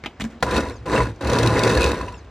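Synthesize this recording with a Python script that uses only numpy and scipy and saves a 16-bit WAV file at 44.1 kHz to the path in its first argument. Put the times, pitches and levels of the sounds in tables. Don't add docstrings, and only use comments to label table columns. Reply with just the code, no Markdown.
import sys
import numpy as np
from scipy import signal
from scipy.fft import rfft, irfft, next_fast_len
from scipy.io import wavfile
from scipy.ndimage import uniform_filter1d, map_coordinates

SR = 44100
rng = np.random.default_rng(int(sys.argv[2]) if len(sys.argv) > 2 else 0)


def elevation(decibels):
    levels = np.asarray(decibels, float)
    return 10 ** (levels / 20)


def to_wav(sig):
    pcm = np.clip(np.atleast_2d(sig), -1, 1) * 32767
    pcm = np.round(pcm).astype(np.int16)
    wavfile.write(sys.argv[1], SR, pcm.T)


N = 101429

# t/s, level/dB, t60/s
MOTOR_KICKS = [
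    (.4255, -1, 0.03),
    (.8565, -32, 0.04),
    (1.2085, -28, 0.077),
]
# f/Hz, density/dB per Hz
SAUCE_COLOUR = [(76, -62), (130, -7.5), (491, -10.5), (735, -12.5), (994, -11.5), (2010, -10.5),
                (2610, -22.5), (8740, -33.5), (16000, -84)]
CLICK_RISE_S = .0004


def unit(x):
    return x / np.sqrt(np.mean(x ** 2) + 1e-20)


def along(points, hz):
    f, v = np.transpose(points)
    return np.interp(np.log(hz + 1), np.log(f + 1), v)


def curve(rows):
    return np.interp(np.arange(N) / SR, *np.transpose(rows))


def wobble(rate):
    return map_coordinates(rng.standard_normal(N // 50), [np.arange(N) * rate / SR])


def filtered(x, response):
    m = next_fast_len(N + SR // 2)
    return irfft(rfft(x, m) * response(np.fft.rfftfreq(m, 1 / SR)), m)[..., :N]


def resonant(x, peaks):
    def response(f):
        total = 0
        for k, (centre, width, db) in enumerate(peaks):
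            damping = 1j * f * width
            total = total + (-1) ** k * elevation(db) * damping / (centre * centre - f * f + damping)
        return total
    return filtered(x, response)


def coloured(spectrum):
    return lambda x: filtered(x, lambda hz: elevation(along(spectrum, hz)))


def noise(spectrum):
    return unit(coloured(spectrum)(rng.standard_normal(N)))


def knocks(per_s, spread_db):
    chance, sign, size = rng.random(N), rng.standard_normal(N), rng.exponential(size=N)
    return unit((chance < per_s / SR) * np.sign(sign) * elevation(spread_db * np.minimum(size, 4)))


def bursts(rows, rise_s):
    t = np.arange(N) / SR
    total = 0
    for s, db, t60 in rows:
        rise = -np.expm1(-np.maximum(t - s, 0) / rise_s)
        total = total + elevation(db - 60 * np.abs(t - s) / t60) * rise
    return total


def struck(envelope, *paths):
    white = rng.standard_normal((len(paths), N))
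    return sum(elevation(db) * path(envelope * w) / np.std(path(w)) for (db, path), w in zip(paths, white))


def patchy(x, depth_db):
    z = signal.stft(x, nperseg=256)[2]
    field = rng.standard_normal(z.shape)
    field = uniform_filter1d(uniform_filter1d(field, 4, 0), 6, 1)
    return signal.istft(z * elevation(depth_db * unit(field)), nperseg=256)[1][:N]


def running():
    return np.arange(N) > MOTOR_KICKS[0][0] * SR


def lid():
    # t/s, peak/dB, t60/s, f/Hz, thump/dB
    clicks = [(0.0378, -18.5, 0.022, 1920, -32.5), (0.0461, -24.5, 0.051, 2060, -59),
              (0.0595, -14, 0.039, 2600, -35), (0.1985, -23, 0.049, 1700, -24.5),
              (0.2067, -16.5, 0.06, 2300, -47), (0.2172, -17, 0.024, 3170, -21),
              (0.2402, -14.5, 0.013, 960, -22.5), (0.2484, -23.5, 0.047, 1700, -27.5),
              (0.301, -41, 0.25, 1500, -49), (0.404, -44, 0.078, 4000, -33), (1.16, -45.5, 0.03, 5300, -46),
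              (2.246, -45, 0.045, 3000, -54)]
    # f/Hz, density/dB per Hz
    plastic = [(300, 12.5), (700, 10), (2300, 2), (4500, -8), (7200, -15), (9500, -34), (16000, -56)]
    # f/Hz, width/Hz, level/dB
    cavity = [(58, 5.3, 12.5), (131, 61, -4.5), (210, 30, 2.5), (310, 63, -9.5)]
    out, push = np.zeros(N), np.zeros(N)
    for s, db, t60, hz, thump_db in clicks:
        peak = [(hz, hz / 2.2, 0)]
        tilt_db = 14.5 * (s > .19)
        tone = [(f, level + tilt_db * max(np.log2(f / 4000), 0)) for f, level in plastic]
        ring = lambda x: resonant(resonant(x, peak), peak)
        envelope = bursts([(s, db - 7.5, t60)], CLICK_RISE_S)
        out += struck(envelope, (-1.5, ring), (-1.2, coloured(tone)))
        push[round(s * SR)] = elevation(thump_db + 45.0)
    return out + resonant(resonant(push, cavity), [(148, 260, 0.016)])


def drags():
    # t/s, f/Hz, level/dB, length/s
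    scrapes = [(0.567, 154, -24.5, 0.021), (0.575, 1437, -32, 0.02), (0.968, 2620, -27, 0.0096),
               (0.976, 310, -33.5, 0.097), (1.31, 307, -42, 0.043), (1.676, 476, -21, 0.029),
               (1.692, 396, -23, 0.038), (1.779, 1700, -26, 0.012), (1.826, 2523, -27, 0.039),
               (2.133, 996, -38.5, 0.011), (0.69, 277, -37, 0.058), (2.085, 2600, -40, 0.005),
               (2.145, 2720, -46, .005), (0.331, 310, -41.5, .01), (.368, 210, -35, 0.017),
               (0.251, 226.4, -27, 0.019)]
    t, out = np.arange(N) / SR, np.zeros(N)
    for s, hz, db, length in scrapes:
        narrow = resonant(rng.standard_normal(N), [(hz, hz / 18, 0)])
        mode = unit(resonant(narrow, [(hz, hz / 4, 0)]))
        out += elevation(db) * np.exp(-((t - s) / length) ** 2) * mode
    return out


def base():
    # t/s, rocking of the base/dB, motor load/dB
    hum_levels = [(0.43, -31, -32), (0.528, -26, -36), (0.574, -21.5, -38), (0.82, -44, -42),
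                  (1.022, -24, -23.5), (1.136, -36, -36), (1.146, -59, -55), (1.205, -60, -50),
                  (1.246, -26.5, -28.5), (1.512, -27.5, -19), (1.542, -21, -29), (1.688, -41, -22.5),
                  (1.776, -20.5, -31.5), (2.136, -36.5, -38.5), (2.3, -44, -62)]
    # t/s, f/Hz
    spin = [(.43, 118), (.86, 105.2), (1.0, 118), (1.14, 101), (1.24, 117.4), (1.37, 114.3), (1.43, 120),
            (1.53, 109.3), (1.7, 117.6), (1.85, 119.2), (1.95, 92.6), (2.2, 99.5)]
    # f/Hz, width/Hz, level/dB
    counter = [(63, 25, 0)]
    # f/Hz, width/Hz, level/dB
    windings = [(114.6, 62, 0)]
    # f/Hz, density/dB per Hz
    kick_colour = [(60, -39), (150, 2), (450, -0.5), (1250, -8.5), (1950, -6.5), (2500, -22), (3800, -17.5),
                   (6000, -24), (16000, -42.5)]
    s, rock_db, load_db = np.transpose(hum_levels)
    ring = lambda peak: unit(resonant(resonant(rng.standard_normal(N), peak), peak))
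    rocking = elevation(curve(np.c_[s, rock_db])) * ring(counter)
    pitch = curve(spin) * (1 + 0.016 * wobble(11.6))
    tone = np.sin(2 * np.pi * np.cumsum(pitch) / SR)
    motor = elevation(curve(np.c_[s, load_db])) * unit(tone + 0.53 * ring(windings))
    kicks = struck(bursts(MOTOR_KICKS, rise_s=0.0029), (0, coloured(kick_colour)))
    return running() * (rocking + motor) + kicks


def effort_db():
    # t/s, level/dB
    starts = [
        [(.43, -22), (.46, -30.5), (.52, -23), (.575, -19.5), (.61, -27.5), (.715, -37), (.73, -41), (.8, -53),
         (.855, -55)],
        [(.858, -30.5), (.885, -29.5), (.95, -18), (1.03, -24), (1.055, -30), (1.1, -35.5), (1.138, -53),
         (1.206, -50)],
        [(1.209, -31.5), (1.33, -18.5), (1.39, -22.5), (1.716, -19.5), (1.74, -22.5), (1.84, -19.5),
         (1.89, -23), (2.02, -32), (2.24, -55)],
    ]
    return curve(np.concatenate(starts))


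def blades():
    # f/Hz, width/Hz, level/dB
    body = [(310, 94, -7.5), (511.5, 70, -2.5), (1016.4, 49, -1.5), (1451, 72, -7.5), (1700, 67, -8.5),
            (2290, 38, -46), (2460, 180, -24), (2620, 53, -11.5)]
    # f/Hz, width/Hz, level/dB
    ridge = (9700, 250, 5)
    ridge_hz, ridge_width, ridge_db = ridge

    def dull():
        return unit(filtered(knocks(300, spread_db=1.5), lambda hz: 1 / (1 + 1j * hz / 853) ** 2))

    def stir():
        return patchy(elevation(2.5 * wobble(60)) * rng.standard_normal(N), depth_db=2.5)

    def colour(hz):
        bump = np.exp(-((hz - ridge_hz) / ridge_width) ** 2)
        return elevation(along(SAUCE_COLOUR, hz) + ridge_db * bump)

    broad = unit(filtered(stir() + 0.82 * dull(), colour))
    rung = unit(resonant(stir() + .5 * dull(), body))
    return running() * elevation(effort_db() + 1 + 0.38 * wobble(12.1)) * unit(broad + rung)


def thuds():
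    # t/s, peak/dB, f/Hz
    catches = [(0.465, -12.5, 985), (0.504, -26, 306), (0.53, -19, 406), (0.559, -10, 470),
               (0.579, -12, 414), (0.639, -25, 495), (0.661, -18, 997), (0.704, -20, 467),
               (0.861, -20.5, 523), (0.897, -11.5, 370), (0.927, -9, 444), (0.952, -5, 534),
               (0.977, -4, 444), (1.003, -5, 1017), (1.017, -11, 452), (1.069, -16, 324), (1.21, -16, 546),
               (1.252, -16.5, 1040), (1.275, -15, 336), (1.295, -10.5, 530), (1.327, -11, 510),
               (1.369, -10, 966), (1.398, -3.5, 477), (1.434, -6, 517), (1.45, -11.5, 337),
               (1.463, -10, 495), (1.493, -13, 370), (1.524, -16, 377), (1.556, -9.5, 441),
               (1.583, -8, 450), (1.617, -9, 530), (1.646, -3, 490), (1.667, -11, 454), (1.696, -4.5, 448),
               (1.704, -11.5, 460), (1.751, -13.5, 501), (1.767, -12, 458), (1.799, -15, 334),
               (1.829, -20, 510), (1.897, -10, 490), (1.956, -23, 345), (2.01, -15.5, 1057),
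               (2.081, -21.5, 988)]
    thud_db, t60_s, rise_s = -6.5, 0.059, 0.00078
    t, out = np.arange(N) / SR, np.zeros(N)
    for s, db, hz in catches:
        part = slice(round(s * SR), round(s * SR) + 4000)
        u = t[part] - t[part][0]
        envelope = elevation(db + thud_db - 60 * u / t60_s) * -np.expm1(-u / rise_s)
        out[part] += envelope * np.sin(2 * np.pi * (hz * u + rng.random()))
    grit = bursts([(s, db + thud_db - 7, t60_s / 2) for s, db, hz in catches], rise_s)
    return out + struck(grit, (0, coloured(SAUCE_COLOUR)))


def chops():
    # t/s, peak/dB
    hits = [(0.5092, -14), (0.564, -6.5), (0.578, -11), (0.605, -17), (0.697, -23), (0.8624, -60),
            (0.8948, -53), (0.9233, -50), (0.9607, -16.5), (0.994, -33), (1.2076, -39), (1.2256, -51),
            (1.246, -17), (1.272, -12.5), (1.2975, -12), (1.3323, -10), (1.3861, -4), (1.4308, -7.5),
            (1.461, -7.5), (1.473, -2.5), (1.576, -19), (1.5922, -4.5), (1.6157, -20), (1.6352, -1),
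            (1.651, -9), (1.668, -17), (1.6757, -6.5), (1.693, -13), (1.6998, -10), (1.71, -14),
            (1.714, -17), (1.721, -15), (1.732, -16), (1.751, -9), (1.7733, -6), (1.807, -6), (1.817, -7.5),
            (1.83, -6), (1.8417, -2), (1.861, -9), (1.889, -13), (1.9162, -10), (2.0124, -24),
            (2.0821, -30)]
    # f/Hz, width/Hz, level/dB
    jar = [(2600, 150, 8), (3780, 207, 6), (4380, 410, 2), (4930, 300, -15), (5780, 180, -4),
           (6530, 140, -7)]
    # f/Hz, level/dB
    crack = [(1500, -53), (2500, -7), (5000, -1.5), (10000, -10.5), (16000, -35)]
    large = bursts([(s, db - 16, .02) for s, db in hits], CLICK_RISE_S)
    decay = elevation(-60 * np.arange(600) / (.018 * SR))
    ticks = signal.fftconvolve(np.abs(knocks(440, spread_db=3.5)), decay)[:N]
    small = running() * elevation(effort_db() - 20.5) * (unit(ticks) + 0.46)
    return struck(large + small, (0, lambda x: resonant(x, jar)), (-4.5, coloured(crack)))


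def squeak():
    # t/s, f/Hz, level/dB
    glide = [(0, 1815, -72), (.028, 1835, -59), (.045, 1810, -65), (.06, 1660, -63), (.075, 1560, -62),
             (.085, 1410, -62), (.098, 1310, -66), (.11, 1250, -85)]
    # t/s, level/dB
    stops = [
        (.699, -3),
        (2.12, 0),
    ]
    # multiple, level/dB
    orders = [(1, 4), (2, 0), (3, 4), (4, 2)]
    # f/Hz, level/dB
    housing = [(3000, -12), (3650, 2), (4200, 3), (4900, -1), (5500, 1), (5650, -9), (6350, 7), (7000, -2),
               (7300, 0)]
    out, (t, hz, level) = np.zeros(N), np.transpose(glide)
    for s, db in stops:
        pitch = curve(np.c_[t + s, hz]) * (1 + 0.0071 * wobble(520))
        outside = np.abs(np.arange(N) / SR - s - t[-1] / 2) > t[-1] / 2
        gain_db = curve(np.c_[t + s, level]) + db + 3.8 * wobble(220) - 99 * outside
        for k, rel_db in orders:
            tone = np.sin(2 * np.pi * k * np.cumsum(pitch) / SR)
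            out += elevation(gain_db + rel_db + along(housing, k * pitch)) * tone
    return out


def room(x):
    # f/Hz, t60/s
    walls = [(200, 0.28), (2000, 0.093), (10000, 0.17)]
    hz, t, z = signal.stft(rng.standard_normal(SR // 2), SR, nperseg=256)
    tail = signal.istft(z * elevation(-60 * t / along(walls, hz)[:, None]), SR, nperseg=256)[1]
    return signal.fftconvolve(np.pad(x, (200, 0)), tail / np.linalg.norm(tail))[:N]


def stereo(x):
    # f/Hz, level/dB
    side_level = [(60, -39), (200, -38), (380, -22), (1100, -18.5), (1800, -28.5), (2500, -11), (5980, -7),
                  (15000, -0.5)]
    # f/Hz, phase/rad
    side_phase = [(3000, 1.5), (4400, .6), (5600, -1.5)]
    steady_share = .5
    z = signal.stft(x, nperseg=128)[2]
    scrambled = z * np.exp(2j * np.pi * rng.random(z.shape))
    other = signal.istft(scrambled, nperseg=128)[1][:N] * 1.94

    def steady(hz):
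        return elevation(along(side_level, hz)) * np.sqrt(steady_share) * np.exp(1j * along(side_phase, hz))

    def scatter(hz):
        return elevation(along(side_level, hz)) * np.sqrt(1 - steady_share)

    side = filtered(x, steady) + filtered(other, scatter)
    return np.array([x + side, x - side])


def scene():
    # f/Hz, density/dB per Hz
    hush = [(30, -12), (60, 4.5), (165, -13), (300, -10.5), (600, -16.5), (2400, -27.5), (7500, -45.5),
            (10500, -67)]
    near = lid() + drags() + base() + blades() + thuds() + chops() + squeak()
    floor = elevation(-43 + 1.5 * wobble(12)) * noise(hush)
    return stereo(near + elevation(-10) * room(near) + floor)


def low_pass(x):
    return signal.sosfilt(signal.butter(12, 16620, fs=SR, output="sos"), x)


def record(dry):
    soft = dry / (1 + np.abs(dry / .65) ** 4) ** .25
    kept = filtered(soft, lambda hz: (hz < 15800) * hz ** 2 / (hz ** 2 + 50 ** 2))
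    return low_pass(kept)


dry = scene()
out = record(dry)
to_wav(out)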